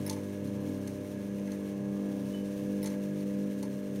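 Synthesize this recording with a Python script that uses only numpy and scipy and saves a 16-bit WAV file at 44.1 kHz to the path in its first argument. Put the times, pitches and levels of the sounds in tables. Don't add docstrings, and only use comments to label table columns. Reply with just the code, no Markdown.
import sys
import numpy as np
from scipy import signal
from scipy.fft import rfft, irfft
from scipy.io import wavfile

SR = 44100
rng = np.random.default_rng(int(sys.argv[2]) if len(sys.argv) > 2 else 0)


def file_out(sig):
    cols = np.atleast_2d(sig).T
    lim = np.clip(cols, -1, 1)
    pcm = np.round(lim * 32767).astype(np.int16)
    wavfile.write(sys.argv[1], SR, pcm)


N = 176400
T = np.arange(N) / SR
HUM_HZ = 99.854


def from_db(db):
    return 10 ** (np.asarray(db) / 20)


def unit_rms(x):
    return x / np.sqrt(np.mean(x ** 2) + 1e-20)


def in_time(rows):
    times, *columns = np.transpose(rows)
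    return [np.interp(T, times, column) for column in columns]


def drift(rate_hz):
    hop, settle = 100, 1000
    pole = np.exp(-2 * np.pi * rate_hz * hop / SR)
    noise = rng.standard_normal(N // hop + settle + 2)
    slow = signal.lfilter([1], [1, -2 * pole, pole ** 2], noise)[settle:]
    return np.interp(np.arange(N) / hop, np.arange(len(slow)), unit_rms(slow))


def coloured_noise(gain_at):
    hz = np.arange(N // 2 + 1) * SR / N + 1e-3
    return unit_rms(irfft(rfft(rng.standard_normal(N)) * gain_at(hz), N))


def resonate(force, modes):
    response = 0
    for k, (hz, width, db) in enumerate(modes):
        radius = np.exp(-np.pi * width / SR)
        gain = from_db(db) * np.sqrt((1 - radius ** 2) / 2) * (-1) ** k
        feedback = [1, -2 * radius * np.cos(2 * np.pi * hz / SR), radius ** 2]
        response += signal.lfilter([gain, 0, -gain], feedback, force + 1e-18)
    return response


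def steep_gain(hz, modes):
    gains = [from_db(db) / (1 + 2 * ((hz - centre) / width) ** 2) for centre, width, db in modes]
    return np.linalg.norm(gains, axis=0)


def total_gain(modes):
    return np.linalg.norm([from_db(db) for _, _, db in modes])


def hum_partial(k, waver_db=1, waver_hz=6.7, lag_s=0.0055, spread_rad=0.21):
    phase = 2 * np.pi * HUM_HZ * k * (T - lag_s) - spread_rad * k ** 2
    return -np.sqrt(2) * from_db(waver_db * drift(waver_hz)) * np.sin(phase)


def brushes(hiss_db=-53, treble_hz=2360, waver_db=1.76, pulse_depth=0.14, lag_s=0.0046):
    # (frequency [Hz], relative spectral level [dB])
    spectrum = [(25, 1), (70, 12), (300, 13.5), (600, 12.5), (740, 1.5), (1000, 3), (1350, 0), (1900, 1),
                (2700, -1), (3200, -2.5), (4200, -6.5), (4900, -8), (5700, -4.5), (6400, -5.5),
                (7200, -8.5), (9200, -6), (11300, -12.5), (12800, -7), (15500, -16)]
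    # (time [s], gain [dB])
    treble_curve = [(0, 2.5), (.5, 0.5), (.62, 0), (.75, 1.5), (1.35, -1), (1.5, 0.5), (1.85, -2), (2.1, 1),
                    (2.35, 2), (2.7, 1), (3.05, 1.5), (3.22, 0), (3.45, 0.5), (4, 0)]
    # (frequency [Hz], bandwidth [Hz], level [dB])
    casing_modes = [(905, 18, -73.5), (1664, 30, -64.5), (4176, 27, -79.5), (6230, 220, -72.5),
                    (8850, 270, -77)]
    hz, db = np.transpose(spectrum)
    hiss = from_db(hiss_db) * coloured_noise(lambda f: from_db(np.interp(np.log(f), np.log(hz), db)))
    low = signal.sosfiltfilt(signal.butter(2, treble_hz, fs=SR, output="sos"), hiss)
    treble = (hiss - low) * from_db(in_time(treble_curve)[0] + waver_db * drift(rate_hz=21))
    casing = resonate(rng.standard_normal(N), casing_modes)
    pulsing = 1 + pulse_depth * np.cos(2 * np.pi * HUM_HZ * (T - lag_s))
    return pulsing * (low + treble + casing)


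def buzz(pulse_depth=0.67, lag_s=0.0039):
    # (time [s], gain [dB])
    travel = [(0, 2), (.38, -3), (.5, -0.5), (.68, 3.5), (.9, -1), (1.2, -3.5), (1.6, -2), (1.8, 3),
              (2.0, 3), (2.18, 3.5), (2.32, -3), (2.75, 0.5), (3.1, -6.5), (3.35, -3.5), (3.55, -7),
              (4, -5)]
    # (harmonic of the hum, level [dB])
    partials = [(7, -73.5), (8, -69), (9, -71.5), (10, -71.5), (11, -78.5), (12, -74.5)]
    # (frequency [Hz], width [Hz], level [dB])
    modes = [(705, 51, -70.5), (876, 57, -76.5), (1047, 34, -68)]
    tones = sum(from_db(db) * hum_partial(k) for k, db in partials)
    rattle = total_gain(modes) * coloured_noise(lambda hz: steep_gain(hz, modes))
    pulsing = 1 + pulse_depth * np.cos(2 * np.pi * HUM_HZ * (T - lag_s))
    return from_db(in_time(travel)[0]) * (tones + pulsing * rattle)


def spring(start_s=2.335, hz=2993, db=-47, rise_s=0.0034, t60_s=0.28):
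    age = np.maximum(T - start_s, 0)
    envelope = (1 - np.exp(-age / rise_s)) * from_db(db - 60 * age / t60_s)
    return envelope * np.sin(2 * np.pi * hz * age)


def impacts(contacts, modes, t60_s, crack, rise_s=0.0004, room_db=-18, room_t60_s=0.27):
    power, impulses = np.zeros(N), np.zeros(N)
    for time_s, db in contacts:
        start = int(time_s * SR)
        age = T[:min(SR // 2, N - start)]
        rise = 1 - np.exp(-age / rise_s)
        decay = from_db(-60 * age / t60_s) ** 2
        room_tail = from_db(room_db - 60 * age / room_t60_s) ** 2
        power[start:start + len(age)] += from_db(db) ** 2 * rise * (decay + room_tail)
        impulses[start] += crack * from_db(db)
    chatter = np.sqrt(power) * rng.standard_normal(N)
    return resonate(impulses + chatter, modes) / total_gain(modes)


def linkage(rebound_s=0.0036, rebound_db=-5.5):
    # (time [s], level [dB])
    touches = [(.0645, -37.5), (.0762, -47), (2.8298, -39.5), (2.8425, -49)]
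    # (time [s], knock level [dB], thud level [dB], clack level [dB])
    blows = [(.063, -57, -51, -49), (.0762, -43, -45.5, -51), (.0858, -58, -56, -54),
             (0.0967, -31, -48, -60), (0.11, -41, -46.5, -62), (0.128, -41.5, -50, -55),
             (0.165, -65, -51, -54), (.185, -53, -62, -54), (0.473, -50.5, -63, -78),
             (0.875, -43, -59, -55), (1.045, -57, -61, -58), (1.474, -53, -61, -52),
             (1.518, -46.5, -60, -54), (1.531, -54, -60, -58), (2.3258, -56, -70, -68),
             (2.829, -64, -52, -56), (2.8429, -44, -49, -52), (2.8581, -36.5, -53, -52),
             (2.8655, -46, -58, -58), (2.872, -41, -61, -54), (2.9002, -50, -54, -56),
             (2.917, -60, -57, -59), (2.937, -65, -52, -54), (3.205, -51, -62, -66),
             (3.6275, -39.5, -48, -55), (3.652, -55, -54, -59)]
    # (frequency [Hz], bandwidth [Hz], relative level [dB])
    link_modes = [(2070, 160, -4), (3860, 100, -4), (5300, 160, 1.5), (9600, 170, 2), (10840, 450, 7),
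                  (11600, 140, -3), (12800, 370, 3), (14200, 350, -3), (15000, 300, -4)]
    joint_modes = [(2850, 580, -7), (3500, 360, -3.5), (4260, 290, 1.5), (5630, 510, 0), (6260, 140, 4),
                   (7150, 810, -2.5), (8130, 300, -1), (9250, 420, 0), (9900, 400, -1.5),
                   (11020, 420, -1.5), (12200, 400, -8), (14200, 800, -8)]
    casting_modes = [(875, 23, 3), (1044, 91, -3)]
    lever_modes = [(1300, 530, -4), (2024, 220, 1.5), (2270, 140, -1), (2690, 710, -10)]
    times, knock_db, thud_db, clack_db = np.transpose(blows)
    contacts = [*zip(times, knock_db), *zip(times + rebound_s, knock_db + rebound_db)]
    knocks = impacts(contacts, joint_modes, t60_s=0.026, crack=4.6)
    thuds = impacts(zip(times, thud_db), casting_modes, t60_s=0.11, crack=5.4)
    clacks = impacts(zip(times, clack_db), lever_modes, t60_s=0.13, crack=8)
    ticks = impacts(touches, link_modes, t60_s=0.039, crack=7.1)
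    return ticks + knocks + thuds + clacks


def rotor(outer_db=-10.5, waver_db=1.5, waver_hz=9.9, rumble_db=-52.5):
    # (time [s], speed [turns/s], gain of the low sidebands [dB],
    # gain of the sideband just above harmonic 2 [dB])
    load = [(0, 61, 11, -2), (.08, 48, 4, 2), (.18, 61, 0, 6.5), (.3, 49, -4, 4), (.38, 56, -7, -4),
            (.46, 64, 7, 11.5), (.52, 80, 5, 7), (.63, 60, 5, 1), (.7, 57, 7, 10), (.8, 65.5, -3, 9),
            (.9, 70, 2.5, 9), (1.1, 58, -5, 4), (1.23, 77.4, 4, 7), (1.37, 66, 2, -10), (1.47, 51.7, 1, 2),
            (1.57, 43.5, -2, -1), (1.7, 59.5, -5, -4), (1.82, 68, 4, -14), (1.93, 64, 1, -7),
            (2.04, 50, 0, 7.5), (2.19, 75, 1, 10.5), (2.31, 57, 0, 5), (2.42, 53, 0, 2),
            (2.54, 69, -1.5, -14), (2.64, 63, 4, 1), (2.72, 53, 0, 8), (2.8, 42, 4, -5), (2.94, 60, -1, 8),
            (3.08, 50, 9, -5), (3.2, 49, 5, 9), (3.3, 67, 0.5, -2), (3.43, 51, 7, 11), (3.54, 59.4, -1, 6),
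            (3.65, 73, 0, 11.5), (3.85, 52, 1, 1), (3.96, 66, -2, 4), (4, 71, -7, -6)]
    # (frequency [Hz], width [Hz], level [dB])
    frame_modes = [(70, 17, -63), (133.3, 18, -50), (165.2, 15.5, -59), (232, 12, -58), (250, 50, -51.5),
                   (351, 18, -56), (457, 19.4, -55), (486, 2.4, -46), (506.5, 10, -59), (576.4, 26, -57),
                   (635.4, 51, -66.5)]
    speed, low_db, swell_db = in_time(load)
    angle = 2 * np.pi * np.cumsum(speed) / SR
    load_db = {(1, 1): low_db, (2, -1): low_db, (2, 1): swell_db, (3, -1): low_db - 5}
    sidebands = 0
    for k in range(1, 7):
        for side in (-2, -1, 1, 2):
            gain_db = load_db.get((k, side), 0) + outer_db * (abs(side) - 1) + waver_db * drift(waver_hz)
            frame_gain = steep_gain(k * HUM_HZ + side * speed, frame_modes)
            tone = np.sqrt(2) * np.sin(2 * np.pi * (k * HUM_HZ * T + rng.random()) + side * angle)
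            sidebands += from_db(gain_db) * frame_gain * tone
    rumble = from_db(rumble_db) * coloured_noise(lambda hz: steep_gain(hz, frame_modes))
    return sidebands + rumble


def hum():
    # (time [s], levels of harmonics 1, 2, 3 and 5 [dB])
    strong = [(0, -43.5, -40.5, -41, -52), (0.17, -43.5, -42, -42, -47.5), (0.26, -49.5, -43.5, -44.5, -52),
              (0.36, -46.5, -41.5, -43.5, -50.5), (0.48, -46, -37.5, -42, -50.5),
              (0.75, -46, -40, -40.6, -46.5), (0.88, -48, -42, -46.5, -57), (1.03, -49.5, -47, -44.5, -50),
              (1.2, -51.5, -39, -44.5, -54.5), (1.38, -54, -36.5, -43, -48), (1.62, -51.5, -38, -43, -50),
              (2.05, -56.5, -35, -39, -48.5), (2.3, -53.4, -38.5, -43, -48.5),
              (2.5, -53.5, -37, -42, -45.5), (2.77, -52, -35, -38.5, -44.5), (3.08, -57, -36.5, -43, -47.5),
              (3.42, -54.9, -33, -40, -45), (3.8, -60, -39.4, -48, -50), (4, -51, -36.5, -41.5, -47.5)]
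    # (harmonic, level [dB])
    steady = [(4, -49.5), (6, -50.5), (22, -74.5), (26, -78.5), (28, -77), (30, -112)]
    partials = [*zip((1, 2, 3, 5), in_time(strong)), *steady]
    return sum(from_db(db) * hum_partial(k) for k, db in partials)


def scene():
    return (hum() + buzz() + rotor() + brushes() + linkage() + spring())[None]


def record(dry):
    notch_hz, width_hz, cutoff_hz = 8000, 300, 15750
    notched = signal.lfilter(*signal.iirnotch(notch_hz, notch_hz / width_hz, fs=SR), dry)
    return signal.sosfilt(signal.ellip(10, 0.1, 80, cutoff_hz, fs=SR, output="sos"), notched)


dry = scene()
out = record(dry)
file_out(out)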